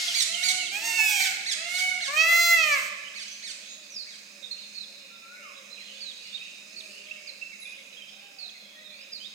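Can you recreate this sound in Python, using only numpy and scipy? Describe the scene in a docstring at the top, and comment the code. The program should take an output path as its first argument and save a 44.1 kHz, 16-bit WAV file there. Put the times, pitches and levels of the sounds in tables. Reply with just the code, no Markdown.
"""A yard with walls and trees. A peacock on a roof gives two loud arching cries: syrinx harmonics shaped
by the throat, hoarse when slack, brassy with effort. Other peafowl answer from near and far.
A parakeet-like bird squawks in between; small birds chirp and whistle in nearly pure tones.
Walls and foliage throw the calls back. Under them lie a faint hiss and a wavering hum,
with the hissy echo of a squawk dying away at the start, then soft rustles."""
import sys
import numpy as np
from scipy import signal
from scipy.fft import rfft, irfft, next_fast_len
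from scipy.io import wavfile
from scipy.ndimage import uniform_filter1d

SR = 44100
rng = np.random.default_rng(int(sys.argv[2]) if len(sys.argv) > 2 else 0)


def transcribe(u):
    """Save the signal u as a 16-bit wav file named by the first command-line argument.

    u: samples, shape (n,) or (channels, n), limited to [-1, 1]; the rate is SR.
    q: integer samples, one column per channel.
    """
    v = np.clip(np.atleast_2d(u).T, -1, 1)
    q = np.round(v * 32767).astype(np.int16)
    wavfile.write(sys.argv[1], SR, q)


N = 411894
TIME = np.arange(N) / SR
CUTOFF_HZ = 15900

# Swell of the distant bird chorus. Each row: time in seconds, relative level in dB.
CHORUS_SWELL = [(3.6, -40.5), (3.76, -45.5), (4.78, -42), (5.15, -49.5), (6.08, -40.5), (7.64, -46),
                (8.8, -53), (9.34, -47.5)]
# Balance of hiss and echoes. Each row: frequency in Hz, left minus right in dB.
DIFFUSE_BALANCE = [(200, 1), (1400, -1.5), (2400, -5.5), (4200, -2), (6000, -9.5), (8300, -4.5), (10000, 0)]


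def from_db(db):
    """Decibels to gain."""
    return 10 ** (np.asarray(db) / 20)


def unit_rms(x):
    """Scale to unit power."""
    return x / np.sqrt(np.mean(x ** 2) + 1e-20)


def at_hz(points, hz):
    """Read a table on a log-frequency axis."""
    points = np.array(points)
    return np.interp(np.log(np.maximum(hz, 1)), np.log(points[:, 0]), points[:, 1])


def pan(side_db):
    """Left and right gains for a level difference."""
    gains = from_db(np.array([[.5], [-.5]]) * side_db)
    return gains / np.sqrt(np.mean(gains ** 2, axis=0))


def colour(x, gain_at):
    """Filter by a frequency-dependent gain."""
    size = next_fast_len(x.shape[-1] + SR // 10)
    hz = np.arange(size // 2 + 1) * SR / size
    return irfft(rfft(x, size) * gain_at(hz), size)[..., :x.shape[-1]]


def drift(rate_hz, size):
    """Smooth random curve, spread about 1."""
    steps = np.arange(size) * rate_hz / SR
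    return np.interp(steps, np.arange(size // 2 + 2), rng.standard_normal(size // 2 + 2))


def add(track, start_s, sound):
    """Mix a sound into a track."""
    i = round(start_s * SR)
    sound, i = sound[max(0, -i):], max(0, i)
    track[i:i + len(sound)] += sound[:max(0, N - i)]


def fade(size, edge_s):
    """Gate with soft ends."""
    i = np.arange(size)
    return np.sin(np.pi / 2 * np.minimum(1, np.minimum(i, size - i) / (edge_s * SR)))


def arch(length_s, start_hz, middle_hz, end_hz):
    """Pitch and swell of a note bending through three pitches."""
    u = np.linspace(0, 1, round(length_s * SR))
    pitch_hz = np.polyval(np.polyfit([0, .5, 1], [start_hz, middle_hz, end_hz], 2), u)
    return pitch_hz, np.sqrt(2 * np.abs(np.sin(np.pi * u)))


def mono_noise(spectrum, size):
    """Unit-power noise shaped by rows of Hz, dB."""
    return unit_rms(colour(rng.standard_normal(size), lambda hz: from_db(at_hz(spectrum, hz))))


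def stereo_noise(gain_at):
    """Unit-power noise, alike in both ears in bass and top, diffuse in the middle."""
    # Each row: frequency in Hz, left-right coherence.
    coherence = [(100, 1), (300, 0.65), (640, 0.47), (1400, 0), (3100, 0), (6800, 0.79), (11000, 0.93)]
    mid, side = rng.standard_normal((2, N))
    mid = colour(mid, lambda hz: gain_at(hz) * np.sqrt(1 + at_hz(coherence, hz)))
    side = colour(side, lambda hz: gain_at(hz) * np.sqrt(1 - at_hz(coherence, hz)))
    return unit_rms(mid + side * [[1], [-1]])


def noise_band(centre_hz, width_hz):
    """Stereo noise in one resonance, falling steeply from an octave below it."""
    def resonance(hz):
        return np.minimum(1, 2 * hz / centre_hz) ** 2 / (1 + 2 * ((hz - centre_hz) / width_hz) ** 2)
    return stereo_noise(resonance)


def yard(x, scatter_db=-1.5, build_s=.00025):
    """A few wall echoes and a tail scattered by leaves."""
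    # Each row: delay in seconds, left gain in dB, right gain in dB.
    walls = [(.013, -20, -17), (.029, -18, -14), (.047, -19, -15), (.071, -22, -18)]
    # Each row: frequency in Hz, time to fall 60 dB in seconds.
    t60 = [(500, 1.2), (1300, 0.94), (2300, 1.26), (5000, 1.3), (9000, 1), (15000, 1.0)]
    # Each row: frequency in Hz, gain in dB.
    echo_colour = [(500, 15), (1200, 12.5), (2400, 9), (4500, 6.5), (8000, 8), (10500, 7), (15000, -1)]
    t, edges_hz = TIME[:SR], np.geomspace(250, 16000, num=9)
    response = np.zeros((2, SR))
    for low, high in zip(edges_hz, edges_hz[1:]):
        bandpass = signal.butter(2, [low, high], "band", fs=SR, output="sos")
        band = signal.sosfilt(bandpass, rng.standard_normal((2, SR)))
        decay = np.exp(-np.log(1000) * t / at_hz(t60, np.sqrt(low * high))) * (1 - np.exp(-t / build_s))
        response += from_db(scatter_db) * band * decay / np.linalg.norm(decay)
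    for delay_s, *sides_db in walls:
        response[[0, 1], round(delay_s * SR) + rng.integers(0, 20, 2)] += from_db(sides_db)
    echoes = signal.fftconvolve(x[None], response, axes=1)[:, :N]
    return colour(echoes, lambda hz: from_db(at_hz(echo_colour, hz)) * pan(at_hz(DIFFUSE_BALANCE, hz)))


def heard(x, direct_db, echo_db, side_db, left_lag_s=0):
    """A source by its straight path and by way of the yard."""
    # Each row: frequency in Hz, left minus right in dB.
    direct_balance = [(700, 0.5), (1350, 53), (2100, -0.5), (3400, -25.5), (5000, -2), (8300, -5),
                      (10500, 4.5), (13000, 8)]
    ears = np.array([np.interp(TIME - left_lag_s, TIME, x), x]) if left_lag_s else x
    direct = colour(ears, lambda hz: pan(at_hz(direct_balance, hz) + side_db))
    return from_db(direct_db) * direct + from_db(echo_db) * yard(x)


def background(air_db=-53.5, hum_hz=208.4, hum_db=-71, waver_db=2.2, swell_share=.43):
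    """Outdoor hiss and hum; the treble swells and sinks with the far chorus."""
    # Each row: frequency in Hz, relative level in dB.
    air_spectrum = [(24, -58), (40, -36), (123, -20), (198, -5), (296, -9.5), (539, -15.5), (912, -14.5),
                    (1790, -7.5), (2480, -3), (3110, -12), (3800, -8.5), (5530, -10), (6420, -5.5),
                    (11100, -22.5), (15800, -23)]
    # Bands of hum and chorus. Each row: centre in Hz, width in Hz, level in dB, left minus right in dB.
    drones = [(201.5, 18, -71.5, -1.5), (573, 130, -66.5, 0.5), (2520, 195, -54.5, -9.5),
              (3820, 140, -62.5, -15), (5134, 240, -59.5, -5), (6434, 35, -63, -7)]
    air = stereo_noise(lambda hz: from_db(at_hz(air_spectrum, hz)) * pan(at_hz(DIFFUSE_BALANCE, hz)))
    out = from_db(air_db) * air
    for centre_hz, width_hz, db, side_db in drones:
        out += noise_band(centre_hz, width_hz) * pan(side_db) * from_db(db + waver_db * drift(11, N))
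    out += from_db(hum_db) * np.sqrt(2) * np.sin(2 * np.pi * hum_hz * TIME)
    times_s, chorus_db = np.transpose(CHORUS_SWELL)
    swell = from_db(swell_share * np.interp(TIME, times_s, chorus_db - chorus_db.mean()))
    treble = colour(out, lambda hz: from_db(at_hz([(900, -15), (1900, -3), (9000, 4), (12000, -19)], hz)))
    return out + (swell - 1) * treble


def squawk_echo_and_rustles():
    """The hissy echo of a squawk dying away at the start, then soft rustles."""
    # Each row: start in seconds, length in seconds, centre in Hz, width in Hz, level in dB.
    swells = [(-.2, 0.45, 4260, 3300, -32.5), (0.52, 0.59, 342, 110, -61.5),
              (1.294, 0.41, 317.4, 123.5, -70.5), (6.67, 0.44, 404, 91.5, -68),
              (6.757, 0.26, 7650, 3500, -61.5)]   # the first row is the echo
    out = np.zeros((2, N))
    for start_s, length_s, centre_hz, width_hz, db in swells:
        u = np.clip((TIME - start_s) / length_s, 0, 1)
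        out += noise_band(centre_hz, width_hz) * from_db(db) * np.sqrt(2 * np.abs(np.sin(np.pi * u)))
    return out


def pipe(pitch_hz, flutter, overtone_db=-27.5, flutter_hz=1200):
    """A small bird's nearly pure tone with fast pitch flutter."""
    phase = 2 * np.pi * np.cumsum(pitch_hz * (1 + flutter * drift(flutter_hz, len(pitch_hz)))) / SR
    return np.sqrt(2) * (np.sin(phase) + from_db(overtone_db) * np.sin(2 * phase))


def chatter(notes_per_s=19, base_db=-63, spread_db=12):
    """Distant small birds: brief scratchy glides at random, louder when the chorus swells."""
    out = np.zeros(N)
    times_s, chorus_db = np.transpose(CHORUS_SWELL)
    for when, height, span, bend, loud in rng.random((round(notes_per_s * N / SR), 5)):
        start_s, hz = when * N / SR, 2250 * 2 ** (1.15 * height)
        pitch_hz, swell = arch(.0192 + .0407 * span, hz, hz * (.88 + .2 * bend), hz * (.9 + .415 * bend))
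        db = base_db + spread_db * loud + .5 * np.interp(start_s, times_s, chorus_db - chorus_db.mean())
        add(out, start_s, from_db(db) * swell * pipe(pitch_hz, flutter=.035))
    return out


def whistler(gain_db=3.5):
    """One low whistle that holds, lifts and drops."""
    # Each row: time in seconds, pitch in Hz, relative level in dB.
    contour = [(5.096, 1383, -66), (5.249, 1341, -68), (5.327, 1440, -56), (5.401, 1520, -68),
               (5.46, 1205, -57.5), (5.529, 1008, -69)]
    out = np.zeros(N)
    times_s, hz, db = np.transpose(contour)
    t = np.arange(times_s[0], times_s[-1], 1 / SR)
    tone = pipe(np.interp(t, times_s, hz), flutter=.003)
    add(out, times_s[0], from_db(np.interp(t, times_s, db) + gain_db) * tone * fade(len(t), .023))
    return out


def small_birds(gain_db=3.5, fall_db=4, quaver_db=4, quaver_hz=130):
    """Gliding chirps that speak quickly, quaver and die away."""
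    # Each row: start in seconds, length in seconds, four successive pitches in Hz, relative level in dB.
    chirps = [(0.076, 0.053, 3450, 3300, 3050, 2840, -40), (0.324, 0.098, 3300, 3014, 2790, 2740, -42.5),
              (0.58, .08, 3070, 2940, 2727, 2660, -44), (.648, 0.043, 3970, 3580, 3260, 2900, -47),
              (3.046, 0.045, 2930, 2976, 2932, 3290, -54), (3.278, 0.14, 6260, 6080, 6150, 6320, -55.5),
              (3.668, 0.088, 6200, 6670, 6780, 6830, -54), (3.9, 0.11, 6340, 5670, 5150, 5030, -56),
              (3.959, 0.079, 5000, 4740, 4300, 4130, -46.5), (4.425, 0.053, 3810, 3684, 3740, 3680, -51),
              (4.509, 0.043, 4140, 4310, 4060, 4220, -47.5), (4.581, 0.069, 4500, 4150, 3800, 3600, -56),
              (4.744, 0.096, 4600, 4250, 4160, 4240, -51), (4.801, 0.051, 4140, 4030, 3790, 3390, -48),
              (5.56, 0.038, 3700, 3900, 3850, 3670, -57.5), (5.715, 0.054, 4000, 4090, 3960, 3890, -53.5),
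              (5.77, 0.063, 2670, 2400, 2110, 1880, -57), (6.004, 0.066, 4700, 4480, 4200, 4060, -49.5),
              (6.065, 0.06, 3940, 3870, 3700, 3150, -49.5), (6.25, 0.045, 4730, 4420, 4150, 3940, -52),
              (6.24, 0.081, 2384, 2200, 1990, 1910, -66), (6.326, 0.062, 3556, 3694, 3770, 2860, -48.5),
              (6.41, 0.029, 2490, 2573, 2620, 2800, -48.5), (6.58, .06, 2296, 2480, 2600, 2550, -59.5),
              (6.762, 0.057, 4270, 4480, 4370, 2830, -48), (6.835, 0.039, 2633, 2560, 2530, 2430, -52),
              (7.085, 0.029, 2210, 2360, 2585, 2600, -53), (7.109, .018, 2540, 2650, 2700, 2780, -47),
              (7.255, 0.051, 2360, 2490, 2300, 2020, -58), (7.272, 0.035, 4880, 4550, 4220, 3790, -49.5),
              (7.412, 0.045, 2630, 2655, 2660, 2660, -48), (7.515, 0.047, 2400, 2190, 2180, 1950, -57.5),
              (7.598, 0.054, 10240, 9850, 10150, 9700, -55), (7.616, 0.052, 4000, 3900, 3740, 3480, -57.5),
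              (7.651, 0.09, 2395, 2477, 2517, 2530, -52.5), (7.785, 0.037, 2070, 2214, 2210, 2180, -56),
              (7.924, 0.034, 4000, 3840, 3750, 3570, -56.5), (7.966, 0.032, 3240, 3195, 3320, 3240, -52.5),
              (8.018, 0.03, 3100, 3090, 3130, 3080, -54.5), (8.069, .06, 3150, 3220, 3140, 3050, -62),
              (8.385, 0.086, 4700, 4260, 4210, 3670, -49.5), (8.475, 0.026, 4170, 4020, 3550, 3100, -47),
              (8.567, 0.094, 4400, 4200, 4080, 4100, -64), (8.75, 0.09, 1890, 1875, 1976, 1990, -64.5),
              (8.84, 0.096, 3850, 3690, 3530, 3510, -55.5), (8.893, 0.15, 3930, 4230, 4600, 5240, -57.5),
              (9.119, 0.072, 5140, 4720, 4220, 3780, -48.5), (9.201, 0.05, 3050, 3060, 3210, 3370, -52.5),
              (9.243, 0.044, 3320, 3680, 3780, 3960, -49)]
    out = np.zeros(N)
    for start_s, length_s, *bends_hz, db in chirps:
        u = np.linspace(0, 1, round(length_s * SR))
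        pitch_hz = uniform_filter1d(np.interp(u, np.linspace(0, 1, num=4), bends_hz), size=250)
        shape_db = fall_db * (.5 - u) + quaver_db * drift(quaver_hz, len(u))
        envelope = from_db(db + gain_db + shape_db) * fade(len(u), edge_s=.005)
        add(out, start_s, envelope * pipe(pitch_hz, flutter=.02))
    return out


def syrinx(pitch_hz, throat, jitter, jitter_hz, harmonics, lift_db):
    """Harmonics of a slightly unsteady membrane, shaped by the throat and by lift_db(hz)."""
    phase = 2 * np.pi * np.cumsum(pitch_hz * (1 + jitter * drift(jitter_hz, len(pitch_hz)))) / SR
    out = np.zeros(len(pitch_hz))
    for k in range(1, harmonics + 1):
        hz = k * pitch_hz
        gain = (hz < CUTOFF_HZ) * from_db(at_hz(throat, hz) + lift_db(hz))
        out += gain * np.sin(k * phase + rng.uniform(0, 2 * np.pi))
    return np.sqrt(2) * out


def squawks(gain_db=13.5, hiss_db=-8, harshen_db_per_oct=10.5, rattle_db=3, rattle_hz=140):
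    """Each squawk shoots up, sags and drops off, growing harsher; held ones rattle and hiss most."""
    # Each row: start in seconds, length in seconds, top pitch in Hz, relative level in dB,
    # hold from 0 to 1, brightness in dB per octave.
    calls = [(0.13, 0.11, 2322, -42, 0.8, 5.5), (0.419, 0.105, 2337, -42, 0.98, 5.5),
             (1.192, 0.093, 2312, -44, 0.2, -2), (1.451, 0.094, 2263, -44.5, 0.35, 1.5),
             (1.734, 0.083, 2260, -47.5, 0.13, 2), (1.998, 0.092, 2180, -48.5, 0.27, 0.5),
             (3.132, 0.11, 2292, -56.5, 0, 0.5), (3.417, 0.11, 2247, -54.5, 0.03, 2.5),
             (4.05, 0.12, 2290, -64.5, 0.15, -1)]
    # Each row: share of the length, then short and held pitch as shares of the top.
    contour = [(0, .58, .65), (.16, .91, 0.84), (0.281, 1.02, 1.02), (.4, .92, 1), (0.538, 0.8, .97),
               (.7, .68, .9), (.87, .65, .8), (0.998, 0.43, .62)]
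    # Spectra of voice and hiss. Each row: frequency in Hz, gain in dB.
    throat = [(1400, 0), (2200, 8), (3000, 8), (4200, 13), (5500, 5.5), (7000, 3.5), (8800, -3),
              (10000, -14), (15000, -28)]
    hiss_spectrum = [(300, -52), (1500, -12), (2600, -1), (4300, 4), (8500, -20), (10500, -9), (15500, -16)]
    out = np.zeros(N)
    when, short, held = np.transpose(contour)
    for start_s, length_s, top_hz, db, hold, brightness in calls:
        u = np.linspace(0, 1, round(length_s * SR))
        pitch_hz = top_hz * uniform_filter1d(np.interp(u, when, short + hold * (held - short)), size=500)
        jitter = np.interp(u * u, [0, 1], [.016, .026]) * (1 + hold)
        tilt_db_per_oct = brightness + harshen_db_per_oct * (u - .5)
        voice = syrinx(pitch_hz, throat, jitter, jitter_hz=1500, harmonics=8,
                       lift_db=lambda hz: tilt_db_per_oct * np.log2(np.minimum(hz, 9000) / 4000))
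        hiss = max(hold, .19) * from_db(hiss_db) * np.sqrt(2 * u) * mono_noise(hiss_spectrum, len(u))
        rattle = from_db(rattle_db * np.sqrt(hold) * drift(rattle_hz, len(u)))
        swell = np.sqrt(np.minimum(1, u / .35)) * fade(len(u), edge_s=.012)
        add(out, start_s, from_db(db + gain_db) * swell * rattle * (unit_rms(voice) + hiss))
    return out


def peafowl(calls, throat, start_share, end_share, jitter, harmonics, gain_db=-1, mellow_db_per_oct=9):
    """Arching notes that start and end below their top pitch, brassy only at their height."""
    out = np.zeros(N)
    for start_s, length_s, top_hz, db in calls:
        pitch_hz, swell = arch(length_s, start_share * top_hz, top_hz, end_share * top_hz)
        tilt_db_per_oct = mellow_db_per_oct * (swell ** 2 - 2)
        voice = syrinx(pitch_hz, throat, jitter, jitter_hz=397.3, harmonics=harmonics,
                       lift_db=lambda hz: tilt_db_per_oct * np.log2(np.maximum(hz / 3000, 1)))
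        add(out, start_s, from_db(db + gain_db) * swell * voice)
    return out


def far_peafowl():
    """Faint, dull answers from far away."""
    # Each row: start in seconds, length in seconds, top pitch in Hz, relative level in dB.
    calls = [(3.55, 0.39, 639, -78), (4.25, 0.24, 575, -73.5), (4.9, 0.21, 564, -74.5),
             (5.26, 0.45, 579.3, -70), (5.85, 0.41, 546, -76.5), (6.6, 0.43, 637, -73),
             (6.97, .41, 615, -73.5), (7.63, 0.24, 568, -74.5), (8.1, 0.43, 801, -73.5),
             (8.66, 0.44, 614, -75.5)]
    # Each row: frequency in Hz, gain in dB.
    throat = [(500, 0), (800, 0), (1100, -12), (1650, -5), (2400, -2), (3200, -12)]
    return peafowl(calls, throat, start_share=.92, end_share=.77, jitter=.0021, harmonics=5)


def rival_peafowl():
    """Bright calls from rivals close by."""
    # Each row: start in seconds, length in seconds, top pitch in Hz, relative level in dB.
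    calls = [(-.3, 0.43, 726, -35.5), (.25, 0.4, 740, -35.5), (.72, .62, 747, -36),
             (1.55, 0.49, 741.2, -33)]
    # Each row: frequency in Hz, gain in dB.
    throat = [(700, -22.5), (1450, -22), (2000, -13.5), (2230, -3), (2900, -13.5), (4400, -17), (7000, -17),
              (12000, -28), (15500, -33)]
    return peafowl(calls, throat, start_share=.81, end_share=.9, jitter=.004, harmonics=21)


def roof_db(hz, delay_s=.001575, strength=.6):
    """The roof's reflection makes gliding harmonics swell and fade; the treble is scattered instead."""
    reflected = strength * np.interp(hz, [6000, 10000], [1, 0])
    return 20 * np.log10(np.abs(1 + reflected * np.exp(-2j * np.pi * hz * delay_s)))


def peacock(brassy_effort=.55, slack_db_per_oct=-13, wobble=.003, waver_db=1.5, waver_hz=60):
    """Effort builds and ebbs: each cry opens from dull and hoarse to clean and brassy, then darkens."""
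    # Each row: time in seconds, pitch in Hz, voice gain in dB, effort from 0 to 1, hiss level in dB.
    first_cry = [(.71, 770, -35, 0.13, -46), (.755, 813, -33, .27, -41.5), (.805, 863, -39, 0, -43.5),
                 (0.852, 919, -28, 0.52, -37.5), (.9, 911, -26.5, .38, -35), (.95, 898.7, -28, 0.36, -37),
                 (1.002, 873, -26, 0.49, -38), (1.05, 866, -28, 0.6, -43), (1.101, 839, -34.5, .72, -31),
                 (1.15, 819.4, -29.5, 0.52, -33.5), (1.2, 786.5, -31, 0.2, -30),
                 (1.24, 769.6, -31.5, 0.19, -31.5), (1.292, 744, -36, 0.3, -38),
                 (1.38, 697, -47, 0.08, -52)]
    second_cry = [(2.074, 545, -24, 0, -64), (2.1, 558, -25, 0, -55), (2.139, 593, -22.5, 0, -43.5),
                  (2.18, 625.6, -24, 0.3, -38), (2.21, 644, -21.5, 0.42, -46),
                  (2.255, 659.4, -25.5, 0.56, -43), (2.3, 673, -25, 0.7, -50),
                  (2.357, 683.3, -26, 0.78, -58), (2.44, 686, -27, 0.92, -63),
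                  (2.518, 683.3, -24.5, 0.8, -58), (2.56, 672.7, -25.5, .66, -40),
                  (2.6, 649, -21.5, 0.34, -40), (2.64, 623.7, -23.5, 0.41, -43),
                  (2.69, 601.5, -22, 0.24, -38), (2.74, 575.4, -22, 0.39, -40.5),
                  (2.775, 537.4, -28, 0.092, -40), (2.809, 512, -39, 0.089, -41.5), (2.9, 480, -60, 0, -47)]
    # Each row: effort from 0 to 1, factor on jitter, wobble and waver.
    hoarseness = [(0, 1.6), (.35, 1.2), (.55, .45), (.7, .15), (.9, .04)]
    # Spectra. Each row: frequency in Hz, gain in dB.
    throat = [(550, -27), (690, -23), (880, -12.5), (1100, -14.5), (1300, -16.5), (1400, -6.5), (1700, -7),
              (1820, -14.5), (1900, -16.5), (2040, 3.5), (2290, 3), (2400, -8.5), (2570, -2.5), (2700, -7),
              (2800, -13), (3100, -11), (3750, -23.5), (4430, -16), (5000, -21.5), (6300, -16.5),
              (8000, -22.5), (10000, -33.5), (14000, -28)]   # sharp resonances at 2 to 2.6 kHz
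    brass = [(2700, -2), (3420, 20.5), (4100, 32.5), (4300, -28), (4790, 24), (5470, 14), (6150, 14),
             (6840, 7), (8000, 13.5), (10000, 6), (14000, 5.5)]   # added at full effort
    head_tints = ([(900, 0), (1750, -3), (2550, 4.5), (2680, 3.5), (2750, 0), (3400, 6.5), (4300, -2.5),
                  (5300, 5.5), (7000, 3.5), (12000, 14.5)], [(2600, -1), (3400, -3), (4600, 0.5), (6000, 1),
                  (8000, -5.5), (12000, 6.5)])   # one per cry, from the way the head is turned
    hiss_spectrum = [(2000, -51), (3500, -3), (5500, 0), (8000, 1), (10000, -14), (13500, -6.5),
                     (15500, -14.5)]
    out = np.zeros(N)
    for cry, jitter, tint in zip((first_cry, second_cry), (.011, .0035), head_tints):
        times_s, *controls = np.transpose(cry)
        t = np.arange(times_s[0], times_s[-1], 1 / SR)
        pitch_hz, voice_db, effort, hiss_db = (
            uniform_filter1d(np.interp(t, times_s, control), size=900) for control in controls)
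        hoarse = np.interp(effort, *np.transpose(hoarseness))
        brassiness = np.interp(effort, [brassy_effort, 1], [0, 1])
        corner_hz = 1320 * 2 ** (4.6 * effort)   # a slack voice loses the overtones above this

        def lift_db(hz):
            slack_db = slack_db_per_oct * np.log2(np.maximum(hz / corner_hz, 1))
            return roof_db(hz) + at_hz(tint, hz) + brassiness * at_hz(brass, hz) + slack_db

        pitch_hz *= 1 + wobble * hoarse * drift(waver_hz, len(t))
        voice = syrinx(pitch_hz, throat, jitter * hoarse, jitter_hz=700, harmonics=26, lift_db=lift_db)
        voice *= from_db(voice_db + waver_db * hoarse * drift(waver_hz, len(t)))
        hiss = mono_noise(hiss_spectrum, len(t)) * from_db(hiss_db)
        add(out, times_s[0], (voice + hiss) * fade(len(t), edge_s=.025))
    return out


def scene():
    """The peacock, its neighbours and the small birds over the background."""
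    rivals, far = rival_peafowl(), far_peafowl()
    birds = small_birds() + whistler()
    return (heard(peacock(), direct_db=1.5, echo_db=-12, side_db=-1)
            + heard(rivals, direct_db=1.5, echo_db=-5, side_db=-4)
            + heard(far, direct_db=6, echo_db=-6, side_db=-1)
            + heard(squawks(), direct_db=3, echo_db=-4.5, side_db=-4, left_lag_s=.00034)
            + heard(birds, direct_db=4, echo_db=-6.5, side_db=-2, left_lag_s=.00034)
            + heard(chatter(), direct_db=-6, echo_db=-3, side_db=-3, left_lag_s=.00034)
            + background() + squawk_echo_and_rustles())


def record(dry, low_cut_hz=60):
    """The microphone loses the bass; the top is cut steeply."""
    thin = signal.sosfilt(signal.butter(1, low_cut_hz, "high", fs=SR, output="sos"), dry)
    return signal.sosfilt(signal.ellip(12, .1, 80, CUTOFF_HZ, fs=SR, output="sos"), thin)


dry = scene()
out = record(dry)
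transcribe(out)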